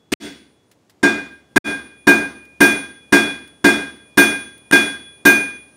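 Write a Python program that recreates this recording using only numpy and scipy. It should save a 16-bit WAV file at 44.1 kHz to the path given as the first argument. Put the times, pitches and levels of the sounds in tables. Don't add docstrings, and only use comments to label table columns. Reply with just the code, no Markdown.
import sys
import numpy as np
from scipy import signal
from scipy.fft import rfft, irfft, next_fast_len
from scipy.io import wavfile
from scipy.ndimage import map_coordinates

SR = 44100
rng = np.random.default_rng(int(sys.argv[2]) if len(sys.argv) > 2 else 0)


def waveform_to_disk(signal):
    frames = np.transpose(np.atleast_2d(signal))
    scaled = np.clip(frames, -1, 1) * 32767
    samples = np.round(scaled).astype(np.int16)
    wavfile.write(sys.argv[1], SR, samples)


N = 254016
T = np.arange(SR) / SR

# f/Hz, slow beat/Hz (mean), slow-beat depth/0-1, fast-beat depth/0-1
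ANVIL_MODES = [(1611, 5.3, .6, .45), (2443, 1.6, .7, .12), (3386, 1.9, .35, .1), (6165, 11, .35, .2),
               (9622, 7, .25, .1), (13576, 22, .7, .3), (15051, 5, .3, .2)]


def amp(db):
    return 10 ** (np.asarray(db) / 20)


def unit(x):
    return x / np.sqrt(np.mean(x ** 2) + 1e-20)


def along(points, hz):
    f, v = np.transpose(points)
    return np.interp(np.log(hz + 1), np.log(f + 1), v)


def decay(t60):
    return np.exp(-np.log(1000) * T / t60)


def swell(seconds):
    return 1 - np.exp(-T / seconds)


def wobble(rate):
    return map_coordinates(rng.standard_normal(64), [T * rate], mode="mirror")


def filtered(x, response):
    size = next_fast_len(len(x) + SR // 4)
    hz = np.fft.rfftfreq(size, 1 / SR)
    return irfft(rfft(x, size) * response(hz), size)[:len(x)]


def noise(spectrum, size):
    return unit(filtered(rng.standard_normal(size), lambda hz: amp(along(spectrum, hz))))


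def add(track, s, sound):
    part = track[max(round(s * SR), 0):][:len(sound)]
    part += sound[:len(part)]


def workshop():
    # f/Hz, relative level per Hz/dB
    air_colour = [(25, -26.5), (75, 2), (300, -0.5), (600, -7.5), (1400, -18), (4000, -24.5), (7000, -26),
                  (15000, -40)]
    # t/s, rms level/dB
    air_level = [(0, -59), (.7, -58.5), (2, -55), (5.7, -53)]
    s, db = np.transpose(air_level)
    return amp(np.interp(np.arange(N) / SR, s, db)) * noise(air_colour, N)


def flakes():
    # t/s, level/dB (before the fade)
    landings = [(2.452, -49), (3.477, -47.5), (3.96, -56), (4.579, -49)]
    colour = [(1000, -15), (3000, -3), (10000, -8), (15000, -5)]
    out = np.zeros(N)
    for s, db in landings:
        add(out, s, amp(db) * noise(colour, SR) * decay(.025))
    return out


def tongs():
    # t/s, level/dB (before the envelope)
    scrapes = [(0.713, -48.5), (0.896, -48)]
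    colour = [(500, -21), (1900, -9.5), (5000, -12), (14000, -20.5)]
    out = np.zeros(N)
    for s, db in scrapes:
        add(out, s, amp(db) * noise(colour, SR) * swell(0.0012) * decay(0.071))
    return out


def push(delay, hz, peak_s):
    age = np.maximum(T - delay, 0)
    envelope = (age / peak_s * np.exp(1 - age / peak_s)) ** 2
    return np.sin(2 * np.pi * hz * age) * envelope


def thud():
    # f/Hz, level/dB (before the boom gain), t60/s
    standing_waves = [(70, -36, 1), (143, -33, .6), (173, -34, .5), (214, -22.5, .5), (240, -25, .42),
                      (274, -17, .45), (287, -16, .36), (311, -17, .44), (338, -20, .38), (355, -13.5, .33),
                      (393, -26, .4), (418, -21, .44), (688, -19, .33), (912, -29, .38), (956, -29, .42)]
    lag_s = .0022
    direct = push(lag_s, hz=288, peak_s=0.0062)

    trip_s = .0141
    first_db, loss_db = -7.5, 4.2
    flutter = np.zeros(SR)
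    for k in range(8):
        echo = push(lag_s + (k + 1) * trip_s, hz=304, peak_s=0.0077)
        flutter += amp(first_db - loss_db * k) * echo

    linger = amp(-43) * decay(0.52)
    boom = np.zeros(SR)
    for hz, db, t60 in standing_waves:
        wave = np.sin(2 * np.pi * (hz * T + rng.random()))
        boom += amp(db) * (decay(t60) + linger) * wave
    boom_db, boom_swell_s = 3, 0.015
    return direct + flutter + amp(boom_db) * boom * swell(boom_swell_s)


def clash(pattern, weight_db, hard_db, spot, cushion_db):
    # f/Hz, share of the clash's power that repeats from blow to blow/0-1
    repeating = [(900, 1), (2000, 0.55), (3000, 0.67), (6000, .1)]
    # f/Hz, width/Hz, level over the clash/dB (before cushioning)
    steel_modes = [(1513, 16, 13), (1600, 50, 11), (2066, 34, 9.5), (3490, 24, 17), (3720, 40, 7),
                   (4610, 40, 8), (5566, 12, 14), (5615, 20, 9), (6772, 22, 13), (8255, 20, 10),
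                   (8870, 25, 19), (9113, 22, 23), (11470, 25, 14), (7560, 25, 9)]
    # f/Hz, relative level per Hz/dB
    contact_colour = [(25, -26.5), (60, 2), (150, -1), (290, 13), (480, 0), (700, 2), (950, -1),
                      (1400, -2.5), (2200, -4.5), (2900, -11), (5000, -12), (8000, -17), (11000, -18.5),
                      (15500, -22.5)]
    # f/Hz, t60/s (before the extra early decay)
    room_tail = [(60, 0.16), (250, 0.65), (600, 0.46), (1500, 0.52), (4000, 0.53), (8000, 0.42),
                 (11000, 0.37), (15000, 0.46)]
    hz = np.fft.rfftfreq(SR, 1 / SR)

    same = np.clip(along(repeating, hz), 0, 1)
    fresh = rfft(rng.standard_normal(SR))
    grain = np.sqrt(same) * rfft(pattern) + np.sqrt(1 - same) * fresh

    peaks = sum(amp(db) ** 2 / (1 + (2 * (hz - centre) / width) ** 2)
                for centre, width, db in steel_modes)
    mode_trim_db = (cushion_db - 9.5) * along([(5600, 0.22), (8800, 0)], hz)
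    modes = np.sqrt(1 + peaks * amp(mode_trim_db))

    mid_db = weight_db + 0.34 * cushion_db
    bite_db = -0.5 + 0.26 * hard_db + 1.35 * spot
    sizzle_db = -3.9 + 0.83 * hard_db
    balance = [(400, weight_db), (1000, mid_db), (2600, bite_db), (8000, bite_db), (11000, sizzle_db)]
    burst = irfft(grain * unit(amp(along(contact_colour, hz))) * modes * amp(along(balance, hz)))

    bands, age, z = signal.stft(burst, SR, nperseg=256)
    fade = np.exp(-np.log(1000) * age / along(room_tail, bands)[:, None])
    tail = signal.istft(z * fade, SR, nperseg=256)[1][:SR]
    return tail * swell(0.0069) * (1 + 1.67 * decay(0.062))


def ring(hard_db, spot, cushion_db):
    # level/dB, t60/s, swell/s, gain/dB per dB of hardness, gain/dB per unit of spot
    mode_rings = [(-4.5, 0.4, 0.0013, 0.08, -0.7), (-11.5, 0.57, 0.0082, .45, -2.5),
                  (-22.5, 0.64, 0.048, 0.6, 9.5), (-29.5, 0.45, 0.0057, 1.8, -5),
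                  (-26.5, 0.77, 0.0014, 1.15, 0.7), (-23.5, .21, 0.0048, 1.7, -5),
                  (-58.5, .75, .01, -0.2, -4)]
    # f/Hz, share of its cushioning that a mode feels/0-1
    cushion_share = [(2500, 1), (3400, 0.19), (9000, 0.28)]
    fast_beat_hz, beat_spread_hz = 15.5, 0.59
    after_db, after_stretch = -27.5, 1.9
    out = np.zeros(SR)
    for mode, ringing in zip(ANVIL_MODES, mode_rings):
        hz, beat_hz, depth, fast_depth = mode
        db, t60, rise, per_hardness, per_spot_db = ringing
        strength_db = per_hardness * hard_db + per_spot_db * spot
        strength_db = strength_db + cushion_db * along(cushion_share, hz)
        phase = 2 * np.pi * (hz * T + rng.random())
        slow = 2 * np.pi * (beat_hz + beat_spread_hz * rng.standard_normal()) * (T - .018)
        fast = 2 * np.pi * fast_beat_hz * (T - .043)
        answer = swell(0.094) * (depth * np.sin(phase - slow) + fast_depth * np.sin(phase - fast))
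        waver_db = 2.5 * wobble(rate=16) * swell(.2)
        fade = decay(t60) + amp(after_db) * decay(after_stretch * t60)
        level = amp(db + strength_db + waver_db)
        out += level * fade * swell(rise) * (np.sin(phase) + answer)
    return out


def hammer():
    # t/s, weight/dB, hardness of contact/dB, spot along the anvil face/about -1 to 1,
    # level passed through the soft bar to the anvil/dB
    blows = [(0.1191, -6, -5.5, 0.081, -27.5), (1.0287, -2.2, -12, -0.035, -2), (1.5593, 0, -2.5, 0.098, 1),
             (2.0693, 1, -3, -0.78, 1), (2.604, .5, 2.5, 0.18, 0), (3.1226, .5, -0.5, 0.75, -0.5),
             (3.6416, 0.5, -2, 0.58, -1), (4.1723, 0, 4.5, 0.39, 0.5), (4.7109, -1, 2, 0.92, 2),
             (5.251, -0.5, 3.5, -0.36, 1)]
    thud_db, clash_db = -1, -11
    ring_delay_s = .006
    out = np.zeros(N)
    body = thud()
    pattern = rng.standard_normal(SR)

    song = np.sin(2 * np.pi * ANVIL_MODES[2][0] * T)
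    add(out, 0, amp(-64) * decay(0.92) * song)
    for s, weight_db, hard_db, spot, cushion_db in blows:
        add(out, s, amp(thud_db + weight_db) * body)
        add(out, s, amp(clash_db) * clash(pattern, weight_db, hard_db, spot, cushion_db))
        add(out, s + ring_delay_s, ring(hard_db, spot, cushion_db))

    snap = noise([(800, -11.5), (2200, 6), (4000, -6), (9000, -31.5)], SR) * decay(0.037)
    add(out, .1368, amp(-6.5) * snap)
    return out


def scene():
    return (hammer() + tongs() + flakes() + workshop())[None]


def saturate(x, top, order):
    return x / (1 + np.abs(x / top) ** order) ** (1 / order)


def record(dry):
    # start t/s, end t/s, fade back/s
    dropouts = [(.138, .2, .055), (1.5802, 1.642, .045), (4.7143, 4.7205, .012)]
    t = np.arange(N) / SR
    x = saturate(dry[0], top=1.15, order=6)
    for start, end, fade in dropouts:
        x = x * np.where(t < start, 1, np.clip((t - end) / fade, 0, 1))
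    bass_hz, top_hz = 120, 15700
    x = filtered(x, lambda hz: 1j * hz / (bass_hz + 1j * hz))
    x = saturate(x, top=1, order=40)
    return filtered(x, lambda hz: 1 / np.sqrt(1 + (hz / top_hz) ** 400))[None]


dry = scene()
out = record(dry)
waveform_to_disk(out)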